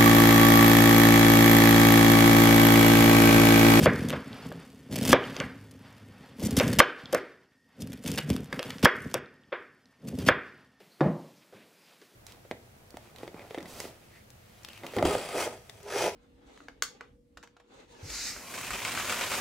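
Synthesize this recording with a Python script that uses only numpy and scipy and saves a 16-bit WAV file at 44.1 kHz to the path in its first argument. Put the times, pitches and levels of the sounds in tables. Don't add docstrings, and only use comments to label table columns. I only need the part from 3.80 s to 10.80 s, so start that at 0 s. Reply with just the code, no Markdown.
import sys
import numpy as np
from scipy import signal
from scipy.fft import rfft, irfft
from scipy.io import wavfile

SR = 44100
rng = np.random.default_rng(int(sys.argv[2]) if len(sys.argv) > 2 else 0)


def file_out(sig):
    cols = np.atleast_2d(sig).T
    lim = np.clip(cols, -1, 1)
    pcm = np.round(lim * 32767).astype(np.int16)
    wavfile.write(sys.argv[1], SR, pcm)


N = 308700


def from_db(db):
    return 10 ** (np.asarray(db) / 20)


def unit_rms(x):
    return x / np.sqrt(np.mean(x ** 2) + 1e-20)


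def at_hz(curve, hz):
    freqs, values = np.transpose(curve)
    return np.interp(np.log(np.maximum(hz, 1)), np.log(freqs), values)


def automation(rows, column):
    rows = np.array(rows)
    return np.interp(np.arange(N) / SR, rows[:, 0], rows[:, column])


def eq(x, curve):
    gain = from_db(at_hz(curve, np.fft.rfftfreq(len(x), 1 / SR)))
    return irfft(rfft(x) * gain, len(x))


def butter(x, hz, kind, order=2):
    return signal.sosfilt(signal.butter(order, hz, kind, fs=SR, output="sos"), x)


def resonance(x, hz, width):
    r = np.exp(-np.pi * width / SR)
    gain = (1 - r * r) / 2
    return signal.lfilter([gain, 0, -gain], [1, -2 * r * np.cos(2 * np.pi * hz / SR), r * r], x)


def drift(hz):
    r = np.exp(-2 * np.pi * hz / SR)
    return unit_rms(signal.lfilter([1], [1, -2 * r, r * r], rng.standard_normal(N + SR))[SR:])


def grains(per_s, spread_db):
    sizes = from_db(spread_db * np.minimum(rng.exponential(1, N), 4)) * rng.choice([-1, 1], N)
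    return sizes * (rng.random(N) < per_s / SR)


# f/Hz, width/Hz, rms level/dB
WHINE_BANDS = [(1810, 3.0, -76), (1870, 3.0, -77.5), (5000, 990, -82.5)]


def whine():
    white = rng.standard_normal(N)
    return sum(from_db(db) * unit_rms(resonance(white, hz, width)) for hz, width, db in WHINE_BANDS)


# t/s, rustle level/dB, thrum level/dB, tearing level/dB
STIRRING = [(0, -40.5, -17, -60), (.5, -50.5, -41, -64.5), (1, -59.5, -50, -67), (1.5, -45.5, -38, -70.5),
            (1.8, -61.5, -49, -68), (2.5, -59.5, -51, -70), (3.4, -51, -61.5, -76.5),
            (3.7, -72.5, -67.5, -84), (4.2, -65, -63.5, -73.5), (4.9, -52, -54, -73),
            (5.5, -66.5, -58, -84), (6.2, -69, -67, -79.5), (6.45, -60, -45.5, -72.5), (7, -68, -67, -83.5)]
# f/Hz, level/dB
RUSTLE_EQ = [(300, -14.5), (500, -4), (850, -5), (1800, -7.5), (2500, -10), (4800, -15.5), (6500, -28),
             (15000, -40)]


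def rustle():
    level_db = automation(STIRRING, column=1) + 3.4 * drift(4.6)
    return from_db(level_db) * unit_rms(eq(rng.standard_normal(N), RUSTLE_EQ))


# start t/s, end t/s, f/Hz, level/dB
HUMS = [(0.635, 0.818, 169, -38.5), (1.757, 2.378, 104, -54.5), (4.415, 4.69, 150, -39)]


def hums():
    t, out = np.arange(N) / SR, 0
    for start, end, hz, db in HUMS:
        phase = 2 * np.pi * np.cumsum(hz * (1 + drift(10) / 70)) / SR
        fade = np.clip(np.minimum(t - start, end - t) / 0.035, 0, 1)
        out += from_db(db + 4.5 * drift(7.1)) * fade * np.sin(phase)
    return out


# f/Hz, t60/s
ROOM_DECAY = [(100, 0.15), (300, 0.65), (700, 0.24), (1800, 0.56), (4800, 0.25), (12000, 0.12)]
# f/Hz, level/dB
ROOM_EQ = [(100, -40.5), (500, -12.5), (1000, -20.5), (1900, -13.5), (4000, -19.5), (7000, -30),
           (12000, -46)]
EARLY_DB, EARLY_T60_S = 4, 0.1


def kitchen(send):
    t, tail = np.arange(SR // 2) / SR, 0
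    edges = 60 * 2 ** np.arange(0, 8.1, .5)
    for low, high in zip(edges, edges[1:]):
        hz = np.sqrt(low * high)
        band = butter(rng.standard_normal(len(t)), [low, high], "band")
        tail += band * from_db(at_hz(ROOM_EQ, hz) - 60 * t / at_hz(ROOM_DECAY, hz))
    onset = np.clip((t - .003) / 0.0012, 0, 1)
    early_lift = 1 + from_db(EARLY_DB - 60 * t / EARLY_T60_S)
    return signal.fftconvolve(send, tail * onset * early_lift * from_db(-21.5))[:N]


# start t/s, end t/s, thrum level/dB at start and end, tearing level/dB at start and end
STROKES = [(0, 0.058, -30, -24, -41.5, -46), (0.125, 0.328, -39, -34, -55.5, -55),
           (0.63, 0.764, -38.5, -39.5, -60, -67), (1.118, 1.306, -30, -21.5, -59.5, -37.5),
           (1.447, 1.66, -38, -39, -58.5, -60), (2.626, 2.76, -24, -30, -46, -52.5),
           (2.777, 2.974, -24.5, -27.5, -43, -51.5), (3.228, 3.373, -43, -46.5, -88, -53),
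           (4.002, 4.198, -37, -42.5, -63, -62), (4.271, 4.443, -27, -44, -46, -56),
           (4.498, 4.685, -24.5, -44.5, -50.5, -66.5), (4.736, 5.05, -34.5, -44, -59, -59.5),
           (5.16, 5.377, -42.5, -43, -62, -61), (6.252, 6.494, -35, -30, -65, -52.5)]


def stroke_envelope(resting_db, columns, rise_db_per_s, fall_db_per_s):
    t, level_db = np.arange(N) / SR, resting_db
    for stroke in np.array(STROKES):
        start, end = stroke[:2]
        fades_db = rise_db_per_s * np.minimum(t - start, 0) - fall_db_per_s * np.maximum(t - end, 0)
        level_db = np.maximum(level_db, np.interp(t, [start, end], stroke[columns]) + fades_db)
    return level_db


# t/s, level/dB
JOLTS = [(0.316, -40), (1.292, -14.5), (1.596, -27), (2.293, -47), (2.631, -27), (2.771, -13.5),
         (2.887, -22), (4.02, -31), (4.273, -44), (4.501, -16.5), (5.033, -10.5), (5.257, -27),
         (6.344, -30), (6.387, -25), (6.465, -19)]
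# f/Hz, width/Hz, level/dB
TABLE_MODES = [(67, 36, -2.5), (107, 58, 1.5), (141.6, 40, 4), (204.6, 35, 1.5), (263.8, 29, 3.5),
               (350, 150, -5.5), (445, 243, -5)]


def table_thrum():
    resting_db = automation(STIRRING, column=2)
    push_db = stroke_envelope(resting_db, columns=[2, 3], rise_db_per_s=391, fall_db_per_s=220.5)
    jerks = from_db(push_db) * unit_rms(grains(150, spread_db=1))
    for s, db in JOLTS:
        jerks[round(s * SR)] += from_db(db + 25.5)
    force = butter(jerks, [50, 450], "band")
    return sum(from_db(db + 17.5) * resonance(force, hz, width) * (-1) ** k
               for k, (hz, width, db) in enumerate(TABLE_MODES))


# t/s, level/dB, hollow-mode trim/dB, direct trim/dB (down where mostly the room's ring of the knock
KNOCKS = [(.06, -2, 3.5, 1), (0.328, -12.5, -2.5, -8), (0.717, -32, 9, 0.5), (1.33, 0.5, 1.5, 1),
          (1.566, -36.5, 4, 10), (1.603, -15, -6.5, -4), (2.8, -7, 3.5, -8), (3.002, -0.5, -5.5, 5.5),
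          (3.33, -16.5, 14.5, -7), (3.348, -14.5, 7.5, 2.5), (4.374, -30.5, 13, -14), (4.727, -21, -7, 3.5),
          (4.791, -26.5, 12.5, -7), (5.056, -1.5, -3.5, 4), (5.343, -20.5, 13, -3.5),
          (5.721, -12.5, -2, -12.5), (6.4883, -1.5, -5, 4.5)]
# f/Hz, level/dB, t60/s
MAT_MODES = [(470, -4, 0.017), (623, -6.5, 0.021), (730, -4, 0.0052), (1105, -7, 0.015),
             (1215, -1.5, 0.026), (1467, -8.5, 0.016), (1669, -2.5, 0.017), (2063, 2.5, 0.0074),
             (3260, -6, 0.0095)]
ECHO_BLUR = 1.6


def mat_knocks():
    s, level_db, hollow_db, direct_db = np.transpose(KNOCKS)
    out = np.zeros((2, N))
    touches = (len(s), len(MAT_MODES), 2)
    scatter_db = rng.normal(0, 4.1, touches)
    lag_s = rng.random(touches) ** 2 * [.0002, .003]
    for k, (hz, db, t60) in enumerate(MAT_MODES):
        strength = from_db(level_db + db - 13.5 + hollow_db * (hz < 900))
        at = np.round((s[:, None] + lag_s[:, k]) * SR).astype(int)
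        direct, send = np.full((2, N), 1e-18)
        for touch in range(2):
            direct[at[:, touch]] += strength * from_db(direct_db + scatter_db[:, k, touch])
        send[at[:, 0]] += strength * 2 * ECHO_BLUR
        w = 2 * np.pi * hz / SR
        for path, (clicks, damping) in enumerate([(direct, 1), (send, ECHO_BLUR ** 2)]):
            r = from_db(-60 * damping / (t60 * SR))
            out[path] += signal.lfilter([0, np.sin(w)], [1, -2 * r * np.cos(w), r * r], clicks)
    return butter(out, [250, 4000], "band")


# t/s, peak level/dB, f/Hz
CRUMB_TICKS = [(.328, -30, 3500), (0.5298, -33, 3150), (.8008, -47, 8000), (3.257, -28.5, 3550),
               (1.44, -30, 2980), (4.238, -36, 7940), (4.357, -33, 7000), (5.323, -42, 6000),
               (5.46, -47.5, 3820), (5.6361, -52, 3200), (6.0566, -47, 4470)]


def crumb_ticks():
    out = np.zeros(N + SR)
    for s, db, hz in CRUMB_TICKS:
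        puff = rng.standard_normal(256) * np.exp(-np.arange(256) / 30)
        width = 0.37 * hz
        tick = resonance(resonance(puff, hz, width), hz, width)
        out[round(s * SR):][:256] += from_db(db) * tick / abs(tick).max()
    return out[:N]


# t/s, level/dB, length/s, dull-band trim/dB
FLORET_CRACKS = [(0.025, -35.5, 0.033, 1), (0.057, -24.5, 0.00041, 6), (0.285, -37, 0.0042, -6),
                 (0.295, -31, 0.0029, 1), (0.303, -28.5, 0.0018, 3), (1.123, -45, 0.014, -0.5),
                 (1.155, -32.5, 0.01, -2.5), (1.1854, -32, 0.0034, -1), (1.227, -37, 0.0051, -5),
                 (1.26, -41, 0.0079, -4), (1.274, -27.5, 0.01, -3), (1.289, -32, 0.015, -7),
                 (1.315, -24.5, 0.014, 0.5), (1.329, -19, 0.0029, 6), (1.6, -47, 0.0032, 17.5),
                 (1.565, -35.5, 0.0004, 12.5), (1.909, -52, 0.0084, -3), (2.624, -48, 0.019, -32),
                 (2.6495, -36.5, 0.014, -24), (2.668, -32, 0.0035, -23), (2.707, -34.5, 0.0031, -17),
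                 (2.766, -24, 0.011, -7), (2.782, -37.5, 0.013, -2), (2.7977, -32, 0.002, 13.5),
                 (2.878, -31, 0.0027, -6), (2.9278, -31, 0.0079, 1.5), (2.9864, -19, 0.017, 2),
                 (3.326, -30.5, 0.0063, -3.5), (3.3447, -26.5, 0.0042, -7), (4.0034, -51, 0.026, -17),
                 (4.019, -38, 0.0044, -14), (4.129, -48.5, 0.0081, -1), (4.2597, -36.5, 0.006, 0),
                 (4.275, -34, 0.0066, -7), (4.315, -29.5, 0.0022, -16), (4.347, -37.5, 0.00088, 10),
                 (4.375, -29, 0.0013, 8), (4.378, -33, 0.012, 5), (4.501, -27, 0.0029, 3.5),
                 (4.563, -33, 0.0021, 0.5), (4.728, -43.5, 0.0022, 14.5), (4.7926, -27, 0.00061, 9.5),
                 (4.8277, -29, 0.00057, 7.5), (4.903, -39.5, 0.0044, 7.5), (4.982, -52, 0.0019, 17.5),
                 (5.027, -31, 0.014, 5), (5.045, -17, 0.01, 3), (5.3406, -19, 0.0018, -1.5),
                 (6.272, -51.5, 0.021, -2.5), (6.3863, -37, 0.0033, -7), (6.391, -53.5, 0.038, 6.5),
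                 (6.463, -37.5, 0.026, 4), (6.485, -31.5, 0.0016, 14.5)]
# f/Hz, level/dB
CRUNCH_EQ = [(600, -6.5), (1200, -9.5), (3400, -3), (5300, -1.5), (9000, -4.5), (16000, -11)]


def crunch():
    resting_db = automation(STIRRING, column=3)
    tear_db = stroke_envelope(resting_db, columns=[4, 5], rise_db_per_s=349.5, fall_db_per_s=901)
    clumping_db = np.clip(0.033 * (tear_db + 69), 1.5, 6)
    snaps_per_s = np.clip(12 * (tear_db + 72), 15, 250)
    snaps = np.convolve(abs(grains(snaps_per_s, spread_db=4.5)), np.hanning(90))[:N]
    bright_gain = from_db(tear_db + clumping_db * drift(61)) * (1 + snaps)
    dull_gain = bright_gain.copy()
    t = np.arange(SR // 16) / SR
    for s, db, length, dull_db in FLORET_CRACKS:
        at = round(s * SR)
        attack, release = t / 0.0017, (length + 0.0024 - t) / 0.0032
        burst = from_db(db) * np.clip(np.minimum(attack, release), 0, 1)[:N - at]
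        bright_gain[at:at + len(t)] += burst
        dull_gain[at:at + len(t)] += burst * from_db(dull_db)
    crackle = eq(grains(7000, spread_db=3), CRUNCH_EQ)
    dull = butter(crackle, 4000, "low")
    flutter = from_db(2.4 * drift(300))
    return flutter * (dull_gain * unit_rms(dull) + bright_gain * unit_rms(crackle - dull))


# f/Hz, side level/dB relative to mid
WIDTH_EQ = [(100, -29.5), (1000, -20), (3000, -17.5), (5000, -8), (12000, -9)]
# f/Hz, left level/dB relative to right
BALANCE_EQ = [(500, 0), (2000, -0.6), (5000, -0.5), (8000, 3.5), (14000, 4.5)]


def scene():
    knocks, knock_send = mat_knocks()
    florets = crunch() + crumb_ticks()
    low_end = table_thrum() + hums()
    reverb = kitchen(knock_send + 0.72 * florets)
    mid = knocks + florets + low_end + reverb + rustle() + whine()
    side = drift(40) * eq(signal.hilbert(mid).imag, WIDTH_EQ)
    balance = np.array(BALANCE_EQ)
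    return np.array([eq(mid + side, balance * [1, .5]), eq(mid - side, balance * [1, -.5])])


# f/Hz, width/Hz, depth (0-1)
MIC_NOTCHES = [(2460, 50, 1), (4000, 400, .6)]
CUTOFF_HZ = 16500


def record(dry):
    notched = dry
    for hz, width, depth in MIC_NOTCHES:
        notched = notched - depth * resonance(notched, hz, width)
    thinned = butter(np.clip(notched, -1, 1), 40, "high", order=1)
    return signal.sosfilt(signal.cheby2(12, 70, CUTOFF_HZ, fs=SR, output="sos"), thinned)


dry = scene()
out = record(dry)
file_out(out)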